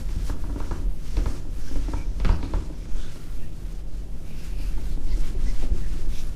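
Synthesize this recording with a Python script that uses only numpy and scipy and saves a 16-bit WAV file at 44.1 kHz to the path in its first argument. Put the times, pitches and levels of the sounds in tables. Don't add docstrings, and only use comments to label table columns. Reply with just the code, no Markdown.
import sys
import numpy as np
from scipy import signal
from scipy.fft import rfft, irfft
from scipy.io import wavfile

SR = 44100
rng = np.random.default_rng(int(sys.argv[2]) if len(sys.argv) > 2 else 0)


def pcm_store(signal):
    levels = np.round(np.clip(np.atleast_2d(signal), -1, 1) * 32767)
    wavfile.write(sys.argv[1], SR, levels.astype(np.int16).T)


def invert_db(x):
    u = np.asarray(x, float) / 20
    return 10 ** u


N = 280035

# start in seconds, rap in dB, hollow ring in dB, crack against the rap in dB,
# hollow note in Hz.
KNOCKS = [(0.09, -41.5, -37.5, -5, 340), (0.2957, -26.5, -26.5, -25, 285), (0.438, -35, -35, -30, 287),
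          (0.4963, -34.5, -30.5, -27, 280), (0.559, -35, -24.5, -31, 287.3), (0.602, -27, -40, -20, 245),
          (0.711, -24, -29, -21, 329), (1.169, -32, -26.5, -3.5, 295), (1.188, -36, -27, -20, 277.5),
          (1.2582, -23, -36, -16, 350), (1.757, -37, -26.5, -16, 281), (1.882, -41, -27, -18, 309),
          (1.935, -26.5, -28, -26, 294), (2.2002, -36, -36, -2.5, 283), (2.248, -23.5, -26, -6.5, 244),
          (2.291, -22, -24.5, -15.5, 237), (2.4285, -31, -24, -7.5, 274), (2.536, -25, -28, -16, 298),
          (2.855, -44.5, -50, -9, 228), (2.953, -44, -38.5, -11, 256), (3.159, -45, -38.5, -3, 245),
          (4.776, -39, -58, -22, 291), (5.6246, -38, -32.5, -12, 342), (6.236, -47, -46, -6, 317),
          (1.1738, -45, -33, 0, 304), (2.2542, -30, -34, -3, 206), (2.574, -46, -33, -15, 340)]
# start in seconds, thump in dB,
# hollow ring in dB, hollow note in Hz.
BUMPS = [(0.16, -20, -35.5, 284), (1.171, -23.5, -34, 280), (0.69, -42, -43, 230), (1.14, -40, -35.5, 220),
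         (1.388, -34, -43, 322), (1.453, -51, -37.5, 305), (4.307, -40, -39, 224), (4.599, -37.5, -39, 294),
         (4.54, -32.5, -45, 276), (5.469, -33, -35, 256), (5.928, -43, -39.5, 250), (6.263, -35, -41, 219),
         (1.712, -46, -30.5, 270), (4.974, -37, -33, 266), (5.176, -55, -35.5, 320),
         (5.349, -33, -34.5, 364), (5.712, -19.5, -33.5, 343), (5.991, -52, -39.5, 380),
         (6.072, -29, -36.5, 306), (5.635, -45, -28.5, 248), (5.11, -36, -38, 280), (5.745, -44, -38, 370),
         (1.49, -32.5, -48, 305), (2.32, -27, -30, 240), (2.7, -46, -33, 300), (1.275, -32, -31.5, 370),
         (1.3, -37, -34, 280), (.76, -35, -35.5, 370)]
# pitch in Hz, level in dB, t60 in seconds.
DULL_MODES = [(374, 1, 0.023), (545, 4.5, 0.016), (655, -3.5, 0.028), (820, -4, 0.024)]


def rms_one(x):
    return x / np.sqrt(np.mean(x ** 2) + 1e-20)


def in_time(rows):
    s, *columns = np.transpose(rows)
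    return [np.interp(np.arange(N) / SR, s, c) for c in columns]


def band(x, low_hz, high_hz):
    edges_hz = [low_hz, min(high_hz, SR / 2.2)]
    return signal.sosfilt(signal.butter(2, edges_hz, "band", fs=SR, output="sos"), x)


def coloured(x, spectrum):
    hz, level_db = np.transpose(spectrum)
    log_hz = np.log(np.arange(1, N // 2 + 2) * SR / N)
    return rms_one(irfft(rfft(x) * invert_db(np.interp(log_hz, np.log(hz), level_db)), N))


def drift(rate):
    r = np.exp(-80 * np.pi * rate / SR)
    slow = signal.lfilter([1], [1, -2 * r, r * r], rng.standard_normal(N // 40 + 2002))[2000:]
    return np.interp(np.arange(N) / 40, np.arange(len(slow)), rms_one(slow))


def resonant_noise(hz, width_hz):
    r = np.exp(-np.pi * width_hz / SR)
    section = [1, 0, -1, 1, -2 * r * np.cos(2 * np.pi * hz / SR), r * r]
    return rms_one(signal.sosfilt([section, section], rng.standard_normal(N)))


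def swell(s, length):
    return np.exp(-(2 * (np.arange(N) / SR - s) / length) ** 2)


def ring(force, hz, t60):
    r, w = invert_db(-60 / (t60 * SR)), 2 * np.pi * hz / SR
    return signal.lfilter([0, np.sin(w)], [1, -2 * r * np.cos(w), r * r], force + 1e-18)


def fan():
    # frequency in Hz, level in dB per Hz.
    air_colour = [(18, -37), (36, 5), (66, -14), (152, -12), (198, -41), (278, -25), (494, -24), (535, -23),
                  (1030, -39.5), (1270, -39), (1880, -53.5), (2930, -41), (15700, -104)]
    # pitch in Hz, level in dB.
    motor_lines = [(89.4, -46.5), (162.5, -47.5), (146, -55)]
    t = np.arange(N) / SR
    air = invert_db(-43.5) * coloured(rng.standard_normal(N), air_colour)
    motor = sum(invert_db(db + 1.5 + 0.6 * drift(0.56)) * np.sin(2 * np.pi * hz * t) for hz, db in motor_lines)
    blades = invert_db(-54.5) * resonant_noise(42.3, 2.05)
    return air + motor + blades


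def stroke_shape():
    # turn in seconds, sink of the hiss at the turn in dB,
    # hiss in mid-stroke in dB, fine hiss against it in dB.
    strokes = [(-.05, -13, -58.5, -5.5), (.16, -0.5, -56.5, -9), (.24, 0.5, -51, -5),
               (.345, 9, -60.5, -4.5), (.6, -1.5, -56.5, -8.5), (.88, 3, -65, -0.5), (.99, 0.5, -57, -6),
               (1.149, 0.5, -54, -9), (1.46, 10, -59, -3.5), (1.767, -2.5, -53.5, -13),
               (2.1, 7.5, -61.5, -4), (2.399, -0.5, -57.5, -12), (2.72, 2, -63.5, -5),
               (2.89, 2.5, -56.5, -9), (3.12, -1.5, -60, -3.5), (3.51, 2.5, -61, -5.5),
               (3.86, 5, -61.5, -7.5), (4.09, 4.5, -62.5, -3.5), (4.34, 1.5, -56.5, -4.5),
               (4.56, 5, -56.5, -10), (4.79, 2.5, -56.5, -6), (4.98, 7, -58, -7.5), (5.18, -0.5, -52, -9),
               (5.355, 9, -55.5, -9), (5.54, 1, -52, -10.5), (5.715, 8.5, -55.5, -8.5),
               (5.89, 0.5, -55, -10), (6.075, 6.5, -55, -1.5), (6.28, -0.5, -59, -8), (6.45, 0, -59, -2)]
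    t = np.arange(N) / SR
    turn, sink_db, full_db, fine_db = np.transpose(strokes)
    middle = (turn[1:] + turn[:-1]) / 2
    speed = np.abs(np.sin(np.pi * np.interp(t, turn, np.arange(len(turn)))))
    turn_sharpness = 0.82
    loss_db = np.interp(t, turn, sink_db) * (1 - speed) ** turn_sharpness
    return np.interp(t, middle, full_db[:-1]), np.interp(t, middle, fine_db[:-1]), loss_db


def felt():
    # frequency in Hz, level in dB per Hz.
    rub_colour = [(900, 18), (1500, 18), (3000, 14), (5600, 10), (8000, 7.5), (12000, 9), (14500, 10.5),
                  (15900, 23.5)]
    # time in seconds, a level in dB that stays silent here,
    # thinnest air of the hiss against the fine hiss in dB.
    tilt = [(0.0, -61, -10), (0.23, -62, -9), (0.3, -56, -9), (0.35, -63, -8), (0.72, -62, -7),
            (0.88, -69, -9), (1.06, -58, -13), (1.38, -58, -8), (1.47, -62, -2), (1.61, -70, -3),
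            (2.88, -68, -43), (3.15, -62, 1), (4.08, -70, -7), (4.28, -63, -3), (6.1, -63, -5),
            (6.17, -55, -13), (6.3, -66, -19), (6.35, -55, -6)]
    full_db, fine_db, loss_db = stroke_shape()
    caught = rng.random(N) < 30000 / SR
    slips = invert_db(0.5 * rng.exponential(1, N)) * rng.standard_normal(N) * caught
    rub = rfft(coloured(slips, rub_colour) * invert_db(0.77 * drift(30.0)))

    octave = np.log2(np.arange(1, N // 2 + 2) * SR / N)
    steps = [1 / (1 + np.exp((np.log2(hz) - octave) * 7)) for hz in (700, 1900, 4300, 9000, 13000)]
    steps.append(0)
    woody_db = -61.5 + 0.89 * (full_db + 60 - loss_db)
    main_db = full_db - loss_db
    lower_db = main_db - 1.5
    fine_level_db = full_db + fine_db - 0.96 * loss_db
    air_db = fine_level_db + 0.63 * in_time(tilt)[1] + 8.0
    out = np.zeros(N)
    for above, beyond, db in zip(steps, steps[1:], [woody_db, lower_db, main_db, fine_level_db, air_db]):
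        out += invert_db(db + 0.99 * drift(8.5)) * rms_one(irfft(rub * (above - beyond), N))
    return out


def panel():
    # time in seconds, sway in dB.
    lean = [(0.0, -24), (1.41, -26.5), (1.52, -26.5), (1.77, -19), (1.87, -34), (2.25, -25), (2.83, -32),
            (2.95, -17.5), (3.2, -32), (3.4, -21.5), (3.73, -34.5), (3.86, -26), (4.63, -28), (4.69, -21.5),
            (5.48, -15), (6.35, -20.5)]
    # time in seconds, rumble in dB.
    pressure = [(0.0, -17), (0.05, -33), (0.87, -27), (1.02, -39.5), (1.29, -22.5), (1.45, -39),
                (1.5, -31.5), (2.16, -30), (2.35, -22.5), (2.41, -31), (3.22, -37.5), (3.73, -32.5),
                (3.82, -37), (4.47, -33.5), (4.56, -30), (5.25, -26.5), (5.85, -30), (6.35, -33)]
    # pitch in Hz, level in dB, t60 in seconds.
    hollow_modes = [(245, 2, 0.39), (284, 4, 0.24), (326, -1.5, 0.32), (356.5, -1, 0.24),
                    (504, -1.5, 0.052)]
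    (sway_db,), (rumble_db,) = in_time(lean), in_time(pressure)
    white = rng.standard_normal((3, N))

    sway = rms_one(band(band(white[0], 2.45, 13.9), 2.17, 30.4))
    sway = rms_one(np.tanh(0.67 * sway))

    rumble = rms_one(band(band(white[1], 29.8, 50.7), 23.4, 62.3))
    rumble = rumble + invert_db(-8.5) * resonant_noise(42.45, 6.8)
    shudder = invert_db(-43.5 + 0.63 * (rumble_db + 27.5)) * band(white[1], 53.0, 170.0) / 0.08

    grit = white[2] * invert_db(1.8 * drift(30.0))
    drone = sum(invert_db(db) * ring(grit, hz, 0.27 * t60) for hz, db, t60 in hollow_modes + DULL_MODES[2:3])
    drone_db = -45.5 + 0.46 * (rumble_db + 26.0)
    rumble = invert_db(rumble_db + 0.51 * drift(8.1)) * rumble
    return invert_db(sway_db) * sway + shudder + rumble + invert_db(drone_db) * rms_one(drone)


def struck_points():
    rows = []
    for s, rap, hollow, crack, hz in KNOCKS:
        thump = -29.5 + 0.91 * (rap + 33)
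        rows.append((s, rap, hollow, rap + crack, thump, hz))
    for s, thump, hollow, hz in BUMPS:
        rap = hollow - 22.5
        rows.append((s, rap, hollow, rap - 6, thump, hz))
    s, *columns = np.transpose(rows)
    return (s * SR).astype(int), *columns


def colour(column):
    # dull body in dB,
    # noisy wash in dB, deep thud in dB.
    knock_colours = [(-1, 0, 2), (-2, -2, -1), (0, 0, 6), (4, -2, 0), (-0.5, 0.5, 4), (4.5, 0.5, -1),
                     (-2, -1, 1.5), (1, 0.5, 6), (5, -8, -13), (5, -2.5, -1), (0, -1, 7), (3.5, 0, 0),
                     (2, -3.5, 2.5), (5, 3, 7.5), (3, 3, 3.5), (0, 2, 5), (-0.5, 0, 2), (1.5, 0, 2),
                     (-12, -7, -4), (-2, 7.5, -5), (2.5, 3.5, 2), (-3, -11, 0), (3, -13, -13), (0, 4, -2),
                     (8, -3, 2), (0, -12, 12.5), (-3, 3, 2)]
    return np.append(np.array(knock_colours)[:, column], np.zeros(len(BUMPS)))


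def box_levels():
    _, rap_db, hollow_db, *_ = struck_points()
    box_db = -3 + hollow_db + 0.47 * (rap_db - hollow_db)
    box_db[len(KNOCKS):] = hollow_db[len(KNOCKS):] - 5.5
    return box_db + colour(column=0)


def knocks():
    # pitch in Hz, level in dB, t60 in seconds.
    rap_modes = [(863, -2, 0.02), (945, -2, 0.036), (1144, -5.5, 0.025), (1212, -3, 0.017),
                 (1360, -3.5, 0.02), (1430, -10, 0.03), (1680, -15, 0.036)]
    crack_modes = [(2250, 4.5, 0.0041), (2600, -3, 0.0064), (3460, -6.5, 0.011), (4180, -7, 0.013),
                   (4400, -1, 0.0036), (5600, -10, 0.0043), (6540, -30, 0.0044)]
    thump_modes = [(42.5, -2.5, 0.17), (67.4, 2, 0.05), (84.3, 2, 0.13), (118, -5, 0.099),
                   (173.6, -1.5, 0.1)]
    rap_lean = [0, 0, 5, -6, -12, 3, 4, -8, 6, 0, 6, 0, -3, -9, 14, -2, 1, -6, 10, 0, 4, -7, 9, 0, 3, 8, 0]
    start, rap_db, hollow_db, crack_db, thump_db, _ = struck_points()
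    thump_db = thump_db + colour(column=2)
    lean = np.append(rap_lean, np.zeros(len(BUMPS)))
    after = np.arange(1200) / SR
    at = np.minimum(start[:, None] + np.arange(1200), N - 1)

    contact_s = 0.008 * invert_db(-np.clip(hollow_db - rap_db - 3.0, 0, 20))[:, None]
    rattle = np.exp(-after / contact_s) / np.sqrt(contact_s * SR)
    tick = (after == 0) * 0.75
    late = np.maximum(after - 0.00601, 0)
    push = late / 0.0018 * np.exp(-late / 0.0011) / 44

    families = [(rap_modes, rap_db, True), (DULL_MODES, box_levels(), True),
                (crack_modes, crack_db + 8.0, True), (thump_modes, thump_db + 0.5, False)]
    out = np.zeros(N)
    for modes, family_db, rough in families:
        for k, (hz, level_db, t60) in enumerate(modes):
            contact = push
            if rough:
                contact = 0.35 * rattle * rng.choice([-1, 1], at.shape) + tick * (-1) ** k
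            db = family_db + level_db + rng.normal(0, 1.2, len(start))
            if modes is rap_modes:
                db = db + lean * np.log2(hz / 1150)
            force = np.zeros(N)
            np.add.at(force, at, contact * invert_db(db)[:, None])
            out += ring(force, hz, t60)
    return out


def hollow_rings():
    start, _, hollow_db, _, _, hollow_hz = struck_points()
    out, after = np.zeros(N + 6000), np.arange(6000) / SR
    dying = 2.33 * invert_db(-60 * after / 0.057) + 0.37 * invert_db(-60 * after / 0.27)
    dying = dying * (1 - np.exp(-after / 0.0063))
    for i, db, hz in zip(start, hollow_db - 2.5, hollow_hz):
        out[i:i + 6000] += invert_db(db) * dying * np.sin(2 * np.pi * hz * after)
    return out[:N]


def wash():
    # low edge in Hz, high edge in Hz, level against its family in dB, t60 in seconds.
    buzz_bands = [(240, 360, -15, 0.75), (430, 707, -18.5, 0.43), (830, 1550, -19, 0.37),
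                  (1800, 3200, -14.5, 0.24), (3500, 7400, -23.5, 0.34)]
    start, rap_db, hollow_db, crack_db, _, _ = struck_points()
    families = [hollow_db, box_levels(), rap_db, np.maximum(crack_db, rap_db - 24), crack_db]
    out = np.zeros(N)
    for (low_hz, high_hz, db, t60), family_db in zip(buzz_bands, families):
        power = np.zeros(N)
        np.add.at(power, start, invert_db(2 * (family_db + db + colour(column=1))))
        power = signal.lfilter([1], [1, -invert_db(-120 / (t60 * SR))], power + 1e-18)
        power = signal.lfilter([0.006], [1, -0.994], power)
        out += np.sqrt(power) * rms_one(band(rng.standard_normal(N), low_hz, high_hz))
    return out


def classroom(x):
    t, t60_s = np.arange(SR) / SR, 0.67
    white = irfft(np.exp(2j * np.pi * rng.random(SR // 2 + 1)), SR)
    dull = signal.sosfilt(signal.butter(1, 900, fs=SR, output="sos"), white)
    tail = dull * invert_db(-60 * t / t60_s) + (white - dull) * invert_db(-72 * t / t60_s)
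    tail = tail * (1 - np.exp(-t / 0.019))
    return signal.fftconvolve(x, rms_one(tail) / np.sqrt(SR))[:N]


def duster_whistles():
    # middle in seconds, length in seconds, pitch in Hz, level in dB.
    whistles = [(.22, 0.42, 5400, -60.5), (1.175, 0.32, 5600, -56.5), (1.676, 0.13, 5500, -52.5),
                (1.95, 0.8, 5600, -61), (2.307, 0.13, 2680, -52), (2.326, 0.1, 4800, -52.5),
                (2.28, 0.077, 6600, -57), (2.457, 0.12, 4000, -55), (2.47, 0.11, 2390, -57.5),
                (2.649, .1, 7130, -64), (2.82, 0.1, 2300, -64), (2.8, .15, 3350, -66),
                (2.804, .2, 5330, -62), (2.972, 0.24, 6140, -60), (3.01, 0.053, 3300, -52),
                (3.034, 0.13, 3500, -58), (3.058, 0.2, 1500, -55.5), (3.3, 0.17, 5000, -81),
                (3.437, 0.14, 2600, -61), (3.706, 0.11, 4400, -78), (0.26, 0.18, 3270, -60),
                (.67, 0.22, 5800, -61), (1.682, 0.083, 1590, -55), (1.698, 0.093, 2980, -59),
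                (4.444, 0.14, 1520, -60), (4.924, .12, 3860, -60), (5.12, 0.055, 1000, -63),
                (5.835, .08, 1780, -57), (5.61, 0.11, 2450, -62), (3.967, 0.11, 4170, -68),
                (4.405, 0.25, 2600, -59), (4.408, 0.11, 5100, -56.5), (4.628, 0.2, 2560, -55),
                (4.622, 0.14, 4700, -55.5), (4.64, 0.17, 11000, -59.5), (4.73, 0.099, 1510, -60),
                (5.116, 0.066, 4560, -51.5), (5.12, 0.07, 2900, -62), (5.497, 0.064, 5400, -49),
                (5.6, 0.087, 2990, -63), (6.172, 0.1, 3620, -51), (6.181, 0.1, 5640, -50.5),
                (6.182, 0.14, 2430, -55)]
    scratchy = invert_db(1.3 * drift(38.0))
    out = np.zeros(N)
    for s, length, hz, db in whistles:
        width_hz = 0.26 * hz * (hz / 3000) ** 0.4
        out += invert_db(db) * swell(s, length) * scratchy * resonant_noise(hz, width_hz)
    return out


def snaps():
    # start in seconds, peak in dB.
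    knock_clicks = [
        (1.169, -27),
        (2.247, -27),
        (6.237, -29),
    ]
    force = np.zeros(N)
    for s, db in knock_clicks:
        force[int(s * SR)] = -invert_db(db)
    return signal.lfilter([1], [1, -0.6], force)


def squeaks():
    # middle in seconds, length in seconds, pitch in Hz, level in dB.
    felt_squeaks = [
        (2, 0.08, 2330, -52),
        (3.18, 0.41, 1400, -63.5),
        (3.445, .04, 1800, -56.5),
        (3.045, .12, 3540, -57),
        (4.87, .06, 1500, -58),
        (5.133, 0.034, 2050, -49),
        (5.49, 0.058, 2000, -51),
        (5.85, .04, 1700, -60),
        (4.3, .12, 2360, -58),
        (5.24, .08, 2200, -61),
    ]
    return sum(invert_db(db) * swell(s, length) * resonant_noise(hz, 0.09 * hz)
               for s, length, hz, db in felt_squeaks)


def scene():
    struck, hollow = knocks() + snaps(), hollow_rings()
    echoes = invert_db(-8) * classroom(struck + invert_db(-9.0) * hollow)
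    board = struck + hollow + wash() + echoes + panel()
    duster = felt() + duster_whistles() + squeaks()
    return (fan() + duster + board)[None]


def top_cut(x):
    return signal.sosfilt(signal.butter(12, 15820, fs=SR, output="sos"), x)


def record(dry):
    cut = signal.sosfilt(signal.cheby2(12, 70, 16300, fs=SR, output="sos"), dry)
    return top_cut(cut)


dry = scene()
out = record(dry)
pcm_store(out)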